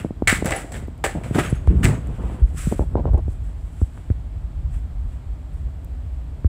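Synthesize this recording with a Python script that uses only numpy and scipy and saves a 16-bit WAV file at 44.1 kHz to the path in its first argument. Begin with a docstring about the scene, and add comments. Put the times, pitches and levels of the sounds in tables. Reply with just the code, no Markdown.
"""Sharp pops and knocks crack close by in a small hard-walled kitchen: noise bursts with uneven wall echoes
and a struck vessel's modes. Grainy noise rustles and dry ticks lie between them, with brief metal rings.
The microphone is a hand-held phone: fingers tap (snap and bob), slip and rub on its case (coloured noise),
and the hand's tremor rumbles in the bass. A faint room hiss and thin appliance whine lie under all."""
import sys
import numpy as np
from scipy import signal
from scipy.fft import rfft, irfft
from scipy.io import wavfile

SR = 44100
rng = np.random.default_rng(int(sys.argv[2]) if len(sys.argv) > 2 else 0)


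def unload_audio(sound):
    """Save the sound as a 16-bit wav file, at the path given as the first command line argument."""
    columns = np.transpose(np.atleast_2d(sound))
    # keep every value between -1 and 1, then stretch to whole-number steps
    steps = np.round(np.clip(columns, -1, 1) * 32767)
    wavfile.write(sys.argv[1], SR, steps.astype(np.int16))


N = 285768

# Pops and knocks in the room: t/s, level of the 1.2-5 kHz noise/dB, body below 1.2 kHz relative to it/dB,
# treble above 5 kHz relative to it/dB, t60/s, first crack relative to the echoes/dB, vessel ring/dB
POP_EVENTS = [(0.2737, -15.5, -19, -7.5, 0.32, -22, 1.5), (0.4444, -35.5, 6, -6.5, 0.94, -15, -11),
              (0.4579, -32, 1, -4, 0.67, -29, -27), (0.5065, -32, 2, -4, 0.25, -16, -12),
              (0.5212, -32.5, 0.5, -24, 0.29, -5, 6), (0.5624, -49, 13.5, -1, 0.21, -1, 0),
              (0.678, -70, -10, 4, 0.3, -5, -9), (0.7192, -46, 2, 1.5, 0.4, -12, -9),
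              (0.7391, -39, 0.5, -31, 0.54, -27, -24), (1.0396, -24, 0.5, -7, 0.27, -25, -0.5),
              (1.2349, -44.5, 3.5, -14.5, 0.3, -1, -1), (1.256, -60, -10, -13.5, 0.4, 0, -12),
              (1.3464, -37.5, 9.5, -24, 0.55, -2, -18), (1.3857, -37, 10, -7, 0.22, 4, -9),
              (1.4975, -55.5, -10, 5, 0.11, -10, -11), (1.8418, -23, -8, -7, 0.33, 2.5, -22)]
# Spectrum of a pop: f/Hz, density/dB
POP_SPECTRUM = [(180, -13.5), (350, -1.5), (680, 1), (1060, -10.5), (2000, -3.5), (3200, -15),
                (5600, -26.5), (6900, -23.5), (7700, -12.5), (8600, -20), (10300, -26), (11700, -44.5),
                (13800, -30), (16000, -38)]
# Modes of the struck vessel: f/Hz, level/dB, t60/s
VESSEL_MODES = [(666, -3, .25), (780, 4, .26), (1266, -10, .25), (1361, -8, .25), (1642, -7, .3),
                (1763, 0, .22), (1953, -5, .3), (2015, -2, .3), (2202, -3, .22), (2324, -7, .25),
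                (2695, -10, .2), (2879, -12, .2)]
# Rustles and swishes: loudest at t/s, level/dB, treble above 5 kHz relative to it/dB, swell/s, hold/s, fade/s
RUSTLE_EVENTS = [(0.0, -42.5, -6.5, .01, 0.0035, 0.093), (0.351, -34, -4, 0.027, 0.008, .06),
                 (0.573, -36, -2, 0.061, .005, 0.07), (0.766, -43.5, -1.5, 0.039, 0.0056, 0.065),
                 (1.108, -43.5, -7.5, 0.016, 0.016, 0.14), (1.241, -48, -5, 0.0073, .01, 0.41),
                 (1.351, -35.5, -5, .015, 0.025, 0.023), (1.388, -25.5, -10.5, .01, 0.0058, 0.13),
                 (1.673, -50.5, -14, 0.0067, 0.0058, .2), (1.832, -27, -8, .004, 0.015, .03),
                 (1.808, -59, 0, 0.04, 0.0092, .03), (1.944, -48.5, -12, .1, 0.011, 0.15),
                 (2.315, -50.5, -8.5, 0.48, 0.035, 0.14), (2.33, -69, -4, 0.018, 0.028, 0.048),
                 (2.477, -63.5, -1, 0.046, 0.029, .03), (2.586, -42.5, 2.5, 0.041, .07, 0.17),
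                 (2.732, -55, -8.5, 0.13, 0.06, 0.069), (3.303, -67, 5, .05, .03, .05),
                 (3.457, -64, -3, .1, 0.036, 0.055), (3.813, -60, 1.5, 0.39, .01, 0.16),
                 (3.978, -62.5, -2, 0.07, .005, 0.21), (4.11, -64, -3, .01, 0.0062, .03),
                 (4.744, -55, -1, 0.046, 0.0045, 0.087), (5.128, -59, -5.5, 0.086, 0.0055, 0.074),
                 (5.533, -70, 3, .03, .02, .15)]
# Spectrum of rustles, shared by the ticks: f/Hz, density/dB
RUSTLE_SPECTRUM = [(600, -18), (1200, -1), (2800, -9), (4250, -17), (6400, -15.5), (7000, -13), (7900, -4),
                   (8800, -13), (10200, -12.5), (11700, -26.5), (14200, -18), (16000, -32.5)]
# Dry ticks: t/s, peak level/dB, tilt about 5 kHz/(dB per octave)
TICK_EVENTS = [(0.285, -29, 6), (0.315, -18, -4), (0.458, -12.5, 10.5), (0.508, -17, 6), (0.522, -18, -5),
               (0.875, -44, 9), (0.979, -41, 10), (1.041, -9, -17), (1.386, -19.5, 7), (1.674, -28, -6),
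               (1.688, -38, 6), (1.843, -14, 7), (2.072, -39, 6), (3.135, -42, 2), (3.180, -39.5, 4),
               (3.815, -28, -15), (3.976, -31.5, -14), (4.102, -31, -18), (5.54, -52.5, 9),
               (5.847, -32, 21), (6.445, -33, -10)]
# Touches of a small metal part: t/s, level/dB, tilt about 8 kHz/(dB per kHz)
CLINK_EVENTS = [(0.458, -46, 7.5), (0.563, -45, 11), (1.42, -57, -1), (1.45, -46, -4.5), (1.50, -55, 10.5),
                (1.555, -47.5, 1), (1.86, -44, -1), (1.94, -55, -3)]
# Modes of the metal part: f/Hz, level/dB, t60/s
METAL_MODES = [(6547, -5, 0.28), (8150, -16, .5), (10050, -8, 0.057), (8800, -15, .05), (10370, -15, 0.067)]
# Finger taps on the case: t/s, press 1 or release -1, snap level/dB, snap f/Hz, bob level/dB, bob f/Hz
TAP_EVENTS = [(0.0469, -1, -3.5, 248, -10.5, 123), (0.107, 1, -10.5, 218, -19, 110),
              (0.2220, 1, -2.5, 288, -12, 87), (0.326, 1, -3, 245, -43, 120),
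              (0.4241, 1, -4.5, 308, -36, 128), (0.455, 1, -6.5, 188, -42, 124),
              (0.6450, 1, -19, 285, -45, 65), (0.825, 1, -21, 222, -16, 70), (0.8823, 1, -16, 255, -18, 60),
              (1.158, 1, -12, 158, -13, 75), (1.2135, 1, -18, 298, -34, 110),
              (1.261, 1, -19, 170, -25, 140), (1.3099, 1, -6.5, 165, -15, 103),
              (1.384, 1, -25, 247, 0, 260), (1.526, 1, -3, 159, -9.5, 115), (1.675, -1, -7, 440, 7, 61.5),
              (1.783, 1, -35, 250, -8, 85), (1.843, 1, -21, 250, 1.5, 131), (2.302, 1, -27, 260, -34, 111),
              (2.416, 1, -27, 202, 7, 51.5), (2.546, 1, -24, 240, -39, 110),
              (2.6698, -1, -8.5, 195, -1, 143), (2.7243, -1, -0.6, 274, -18, 112),
              (2.7939, -1, -0.5, 327, -1.5, 55.4), (2.9546, -1, 2, 343, -11, 74.5),
              (3.0550, -1, -2.5, 372, -12, 67), (3.134, -1, -14.5, 410, 1.5, 77.4),
              (3.281, 1, -13.5, 214, -10, 88), (3.8166, 1, -8.5, 172, 2, 74),
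              (3.976, 1, -41, 605, -48, 44.7), (4.1020, 1, -7.5, 176, 0.8, 88.5),
              (6.4464, 1, -9, 182, 3.5, 73)]
# Skin slipping on the case: start t/s, length/s, level/dB, top of its noise f/Hz
SLIP_EVENTS = [(0.052, 0.008, -23.5, 646), (1.148, 0.044, -26, 900), (1.345, 0.078, -18.5, 470),
               (1.7, 0.062, -19, 460), (1.752, 0.11, -24.5, 344), (1.834, .09, -23.5, 428),
               (2.136, 0.06, -50, 910), (2.18, 0.27, -39, 1350), (2.713, 0.039, -24, 733),
               (2.804, 0.028, -23, 890), (2.961, 0.054, -25, 1020), (3.06, 0.035, -25, 1070),
               (3.139, 0.019, -24, 870), (3.17, 0.025, -29, 1110)]
# Tremor of the hand over time: t/s, rumble level/dB
TREMOR_LEVEL = [(0, -24), (.1, -33.5), (.25, -26), (.63, -32), (.8, -28.5), (1.08, -33), (1.25, -28.5),
                (1.67, -25), (1.71, -14.5), (1.84, -12.5), (1.96, -22), (2.3, -26.5), (3.1, -20),
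                (3.3, -23.5), (3.9, -31), (4.3, -24), (4.75, -23.5), (5.35, -30), (5.7, -26.5), (6.48, -30)]
# Spectrum of the tremor: f/Hz, density/dB
RUMBLE_SPECTRUM = [(8.8, -44.5), (15, -15.5), (32, -2), (59, 1.5), (79, -5), (110, -13), (156, -18),
                   (205, -38), (250, -35.5), (320, -65.5), (550, -120)]
# Fingers rubbing the case: strongest at t/s, level/dB, swell/s, hold/s, fade/s
RUB_EVENTS = [(0.0, -30.5, .01, .005, 0.1), (0.312, -32, 0.066, 0.15, 0.19), (0.788, -36, 0.17, .005, 0.06),
              (1.22, -34, 0.17, 0.3, 0.083), (1.888, -18, 0.15, 0.003, 0.13),
              (2.21, -34.5, 1, 0.0036, 0.61), (3.073, -29, 0.25, 0.0044, 0.094)]
# Spectrum of the rubbing: f/Hz, density/dB
RUB_SPECTRUM = [(59, -22), (100, 1), (119, -4), (368, -19.5), (517, -23.5), (1080, -33.5), (1500, -40),
                (1950, -55.5), (3300, -120)]
# Spectrum of the room hiss: f/Hz, density/dB
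ROOM_SPECTRUM = [(120, -34.5), (250, 5), (450, -13), (650, -6.5), (1000, -13.5), (2600, -22.5),
                 (3300, -25.5), (4200, -28), (6300, -35.5), (7800, -27), (8800, -33.5), (11800, -41),
                 (14200, -37), (16000, -50.5)]
# Faint appliance whine: f/Hz, rms level/dB
WHINE_LINES = [(2972, -86), (3127, -83), (3280, -82), (3346, -83), (3896, -88), (4700, -91), (7530, -87),
               (9447, -91), (11360, -93), (15127, -93)]


def pops(echo_db=4, spike_db=3, crack_s=0.0023):
    """A hard first crack, then dense uneven wall echoes that die away; a short blow drives the vessel's modes."""
    out = np.zeros(N)
    t = np.arange(SR // 2) / SR
    for s, db, body_db, treble_db, t60, crack_db, ring_db in POP_EVENTS:
        patches = echo_db * np.repeat(rng.standard_normal(len(t) // 50), 50)
        spikes = spike_db * np.minimum(rng.exponential(1, len(t)), 4)
        unevenness_db = (patches + spikes) * np.exp(-t / 0.085)  # echoes merge as they multiply
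        decay = amp(-60 * t / max(t60, .02))
        crack = 1 + amp(crack_db) * np.exp(-t / crack_s)
        echoes = rng.standard_normal(len(t)) * amp(unevenness_db) * decay * crack

        burst = colour(echoes, POP_SPECTRUM)
        parts = [band(burst, "low", 1200), band(burst, "band", [1200, 5000]), band(burst, "high", 5000)]
        # each band is levelled over samples 200 to 1500, just after the onset
        body, middle, treble = [p / np.std(p[200:1500]) for p in parts]

        blow = echoes * np.exp(-t / 0.0017) / np.linalg.norm(echoes[:100])
        vessel = np.zeros(len(t))
        for hz, mode_db, mode_t60 in VESSEL_MODES:
            low_db = body_db if hz < 1200 else 0  # low modes follow the body
            vessel += amp(mode_db + ring_db + low_db) * ring(blow, hz, mode_t60)
        add(out, s, amp(db) * (middle + vessel + amp(body_db) * body + amp(treble_db) * treble))
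    return out


def rustle(grain_db=2.0, flutter_db=2.0):
    """Movement sheds dense soft grains, in two bands that swell and fade together."""
    grain_level_db = grain_db * rng.exponential(1, N) + flutter_db * drift(45)
    grains = colour(rng.standard_normal(N) * amp(grain_level_db), RUSTLE_SPECTRUM)
    middle = rms_one(band(grains, "band", [1200, 3500]))
    treble = rms_one(band(grains, "high", 5000))
    out = np.zeros(N)
    for s, db, treble_db, *shape in RUSTLE_EVENTS:
        out += amp(db) * swell(s, *shape) * (middle + amp(treble_db) * treble)
    return out


def ticks():
    """Single dry clicks: noise that decays in a fraction of a millisecond, tilted dull or bright."""
    out = np.zeros(N)
    for s, db, tilt_db in TICK_EVENTS:
        click = rng.standard_normal(600) * np.exp(-np.arange(600) / 12.0)
        tilted = colour(click, [(600, -3 * tilt_db), (20000, 2 * tilt_db)])
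        click = colour(tilted, RUSTLE_SPECTRUM)
        add(out, s, amp(db) * click / np.max(np.abs(click)))
    return out


def clinks():
    """Each touch sets the thin metal modes ringing; the ring wavers as the part swings."""
    s, level_db, tilt_db = np.transpose(CLINK_EVENTS)
    at = np.round(s * SR).astype(int)
    out = np.zeros(N)
    for hz, mode_db, t60 in METAL_MODES:
        touch = np.zeros(N)
        touch[at] = amp(level_db + mode_db + tilt_db * (hz / 1000 - 8))
        out += ring(touch, hz, t60) * amp(2.8 * drift(28.0))
    return out


def taps(press_fade_db=14, release_fade_db=24, cycles=1.62):
    """The case snaps abruptly, opposite in sign and quicker to fade on release; the phone then bobs.

    Fades are in dB per snap cycle; the bob is down 20 dB after the given cycles."""
    out = np.zeros(N)
    t = np.arange(SR // 6) / SR
    for s, press, snap_db, snap_hz, bob_db, bob_hz in TAP_EVENTS:
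        phase = snap_hz * t
        fade_db = press_fade_db if press > 0 else release_fade_db
        snap = np.sign(press) * np.sin(2 * np.pi * phase ** 0.82)  # its pitch sinks
        snap *= amp(-fade_db * phase) * np.minimum(t / 0.00053, 1)
        turns = bob_hz * t
        bob = np.sin(2 * np.pi * turns) * (1 - np.exp(-turns / .5))
        bob *= amp(-20 * (turns / cycles) ** 1.88)
        add(out, s, amp(snap_db) * band(snap, "low", 3.43 * snap_hz) + amp(bob_db) * bob)
    return out


def slips(start_s=.004, end_s=.012, rattle_db=3):
    """Short rough, rattling bursts of stick-slip, dull because they travel through the case."""
    out = np.zeros(N)
    t = np.arange(SR // 4) / SR
    for s, length, db, top_hz in SLIP_EVENTS:
        rattle = amp(rattle_db * np.repeat(rng.standard_normal(len(t) // 175), 175))  # 4 ms steps
        skin = [(60, -15), (170, 0), (top_hz, -17), (1.06 * top_hz, -32), (5.2 * top_hz, -60), (12000, -110)]
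        rough = colour(rng.standard_normal(len(t)) * rattle, skin)
        attack = t / start_s
        release = (length + end_s - t) / (end_s + 0.43 * length)
        add(out, s, amp(db) * rough * np.clip(np.minimum(attack, release), 0, 1))
    return out


def grip(lump_db=2.5, scratch_db=2.5, resting_rub_db=-45.5):
    """Lumpy hand tremor in the deep bass; skin sticking and slipping on the case above it."""
    tremor_s, tremor_db = np.transpose(TREMOR_LEVEL)
    tremor_gain = amp(np.interp(np.arange(N) / SR, tremor_s, tremor_db))
    strokes = amp(resting_rub_db)  # fingers lying still
    for s, db, *shape in RUB_EVENTS:
        strokes = strokes + amp(db) * swell(s, *shape)
    tremor = rms_one(colour(rng.standard_normal(N) * amp(lump_db * drift(22)), RUMBLE_SPECTRUM))
    rub = rms_one(colour(rng.standard_normal(N) * amp(scratch_db * drift(50)), RUB_SPECTRUM))
    return tremor_gain * tremor + strokes * rub


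def room(hiss_db=-50.5):
    """Steady coloured-noise hiss of the room and thin sine lines from a running appliance."""
    t = np.arange(N) / SR
    whine = sum(np.sqrt(2) * amp(db) * np.sin(2 * np.pi * hz * t) for hz, db in WHINE_LINES)
    hiss = rms_one(colour(rng.standard_normal(N), ROOM_SPECTRUM))
    return amp(hiss_db) * hiss + whine


def amp(db):
    """Amplitude factor of a level in dB."""
    return 10 ** (np.asarray(db) / 20)


def rms_one(x):
    """Scale to an rms of 1."""
    return x / np.sqrt(np.mean(x ** 2) + 1e-20)


def colour(x, spectrum):
    """Causal (minimum-phase) filter of unit energy that follows a spectrum."""
    hz = np.maximum(np.arange(4097) * SR / 8192, 5)
    points_hz, points_db = np.transpose(spectrum)
    gain_db = np.interp(np.log(hz), np.log(points_hz), points_db)
    # folding the cepstrum onto positive times gives minimum phase
    cepstrum = irfft(np.log(amp(gain_db)))
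    cepstrum[1:4096] *= 2
    cepstrum[4097:] = 0
    response = irfft(np.exp(rfft(cepstrum)))
    return signal.fftconvolve(x, response / np.linalg.norm(response))[:len(x)]


def band(x, kind, hz):
    """Third-order Butterworth filter."""
    return signal.sosfilt(signal.butter(3, hz, kind, fs=SR, output="sos"), x)


def drift(rate):
    """Slow chance: straight lines between random knots of spread 1, rate in knots per second."""
    knots = rng.standard_normal(int(N / SR * 60) + 2)
    return np.interp(np.arange(N) / SR * min(rate, 59), np.arange(len(knots)), knots)


def ring(clicks, hz, t60):
    """A resonator: a unit click sets a decaying sine of starting height 1 ringing."""
    r = amp(-60 / (t60 * SR))
    w = 2 * np.pi * hz / SR
    return signal.lfilter([0, np.sin(w)], [1, -2 * r * np.cos(w), r * r], clicks + 1e-18)


def swell(s, rise, hold, fade):
    """Gain that climbs 20 dB per rise time, holds at 1, then drops 20 dB per fade time."""
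    t = np.arange(N) / SR - s
    rising = t / max(rise, .002)
    falling = (hold - t) / max(fade, .002)
    return amp(20 * np.minimum(np.minimum(rising, falling), 0))


def add(out, s, sound):
    """Mix a sound in at time s, cut at the end."""
    at = round(s * SR)
    out[at:at + len(sound)] += sound[:N - at]


def scene():
    """All layers in one channel."""
    return (pops() + rustle() + ticks() + clinks() + taps() + slips() + grip() + room())[None]


def record(dry, shelf_hz=15750, cutoff_hz=16800):
    """The bass is trimmed, peaks are rounded, the treble steps down and is then cut; a brief fade closes."""
    x = band(band(dry, "high", 36), "high", 28)
    x = x / (1 + (np.abs(x) / .7) ** 8) ** (1 / 8)  # peaks bend towards 0.7
    x = signal.sosfilt(signal.ellip(8, .5, 18, shelf_hz, fs=SR, output="sos"), x)
    x = x * np.minimum(np.arange(N)[::-1] / SR / .004, 1)
    return signal.sosfilt(signal.cheby2(12, 60, cutoff_hz, fs=SR, output="sos"), x)


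dry = scene()
out = record(dry)
unload_audio(out)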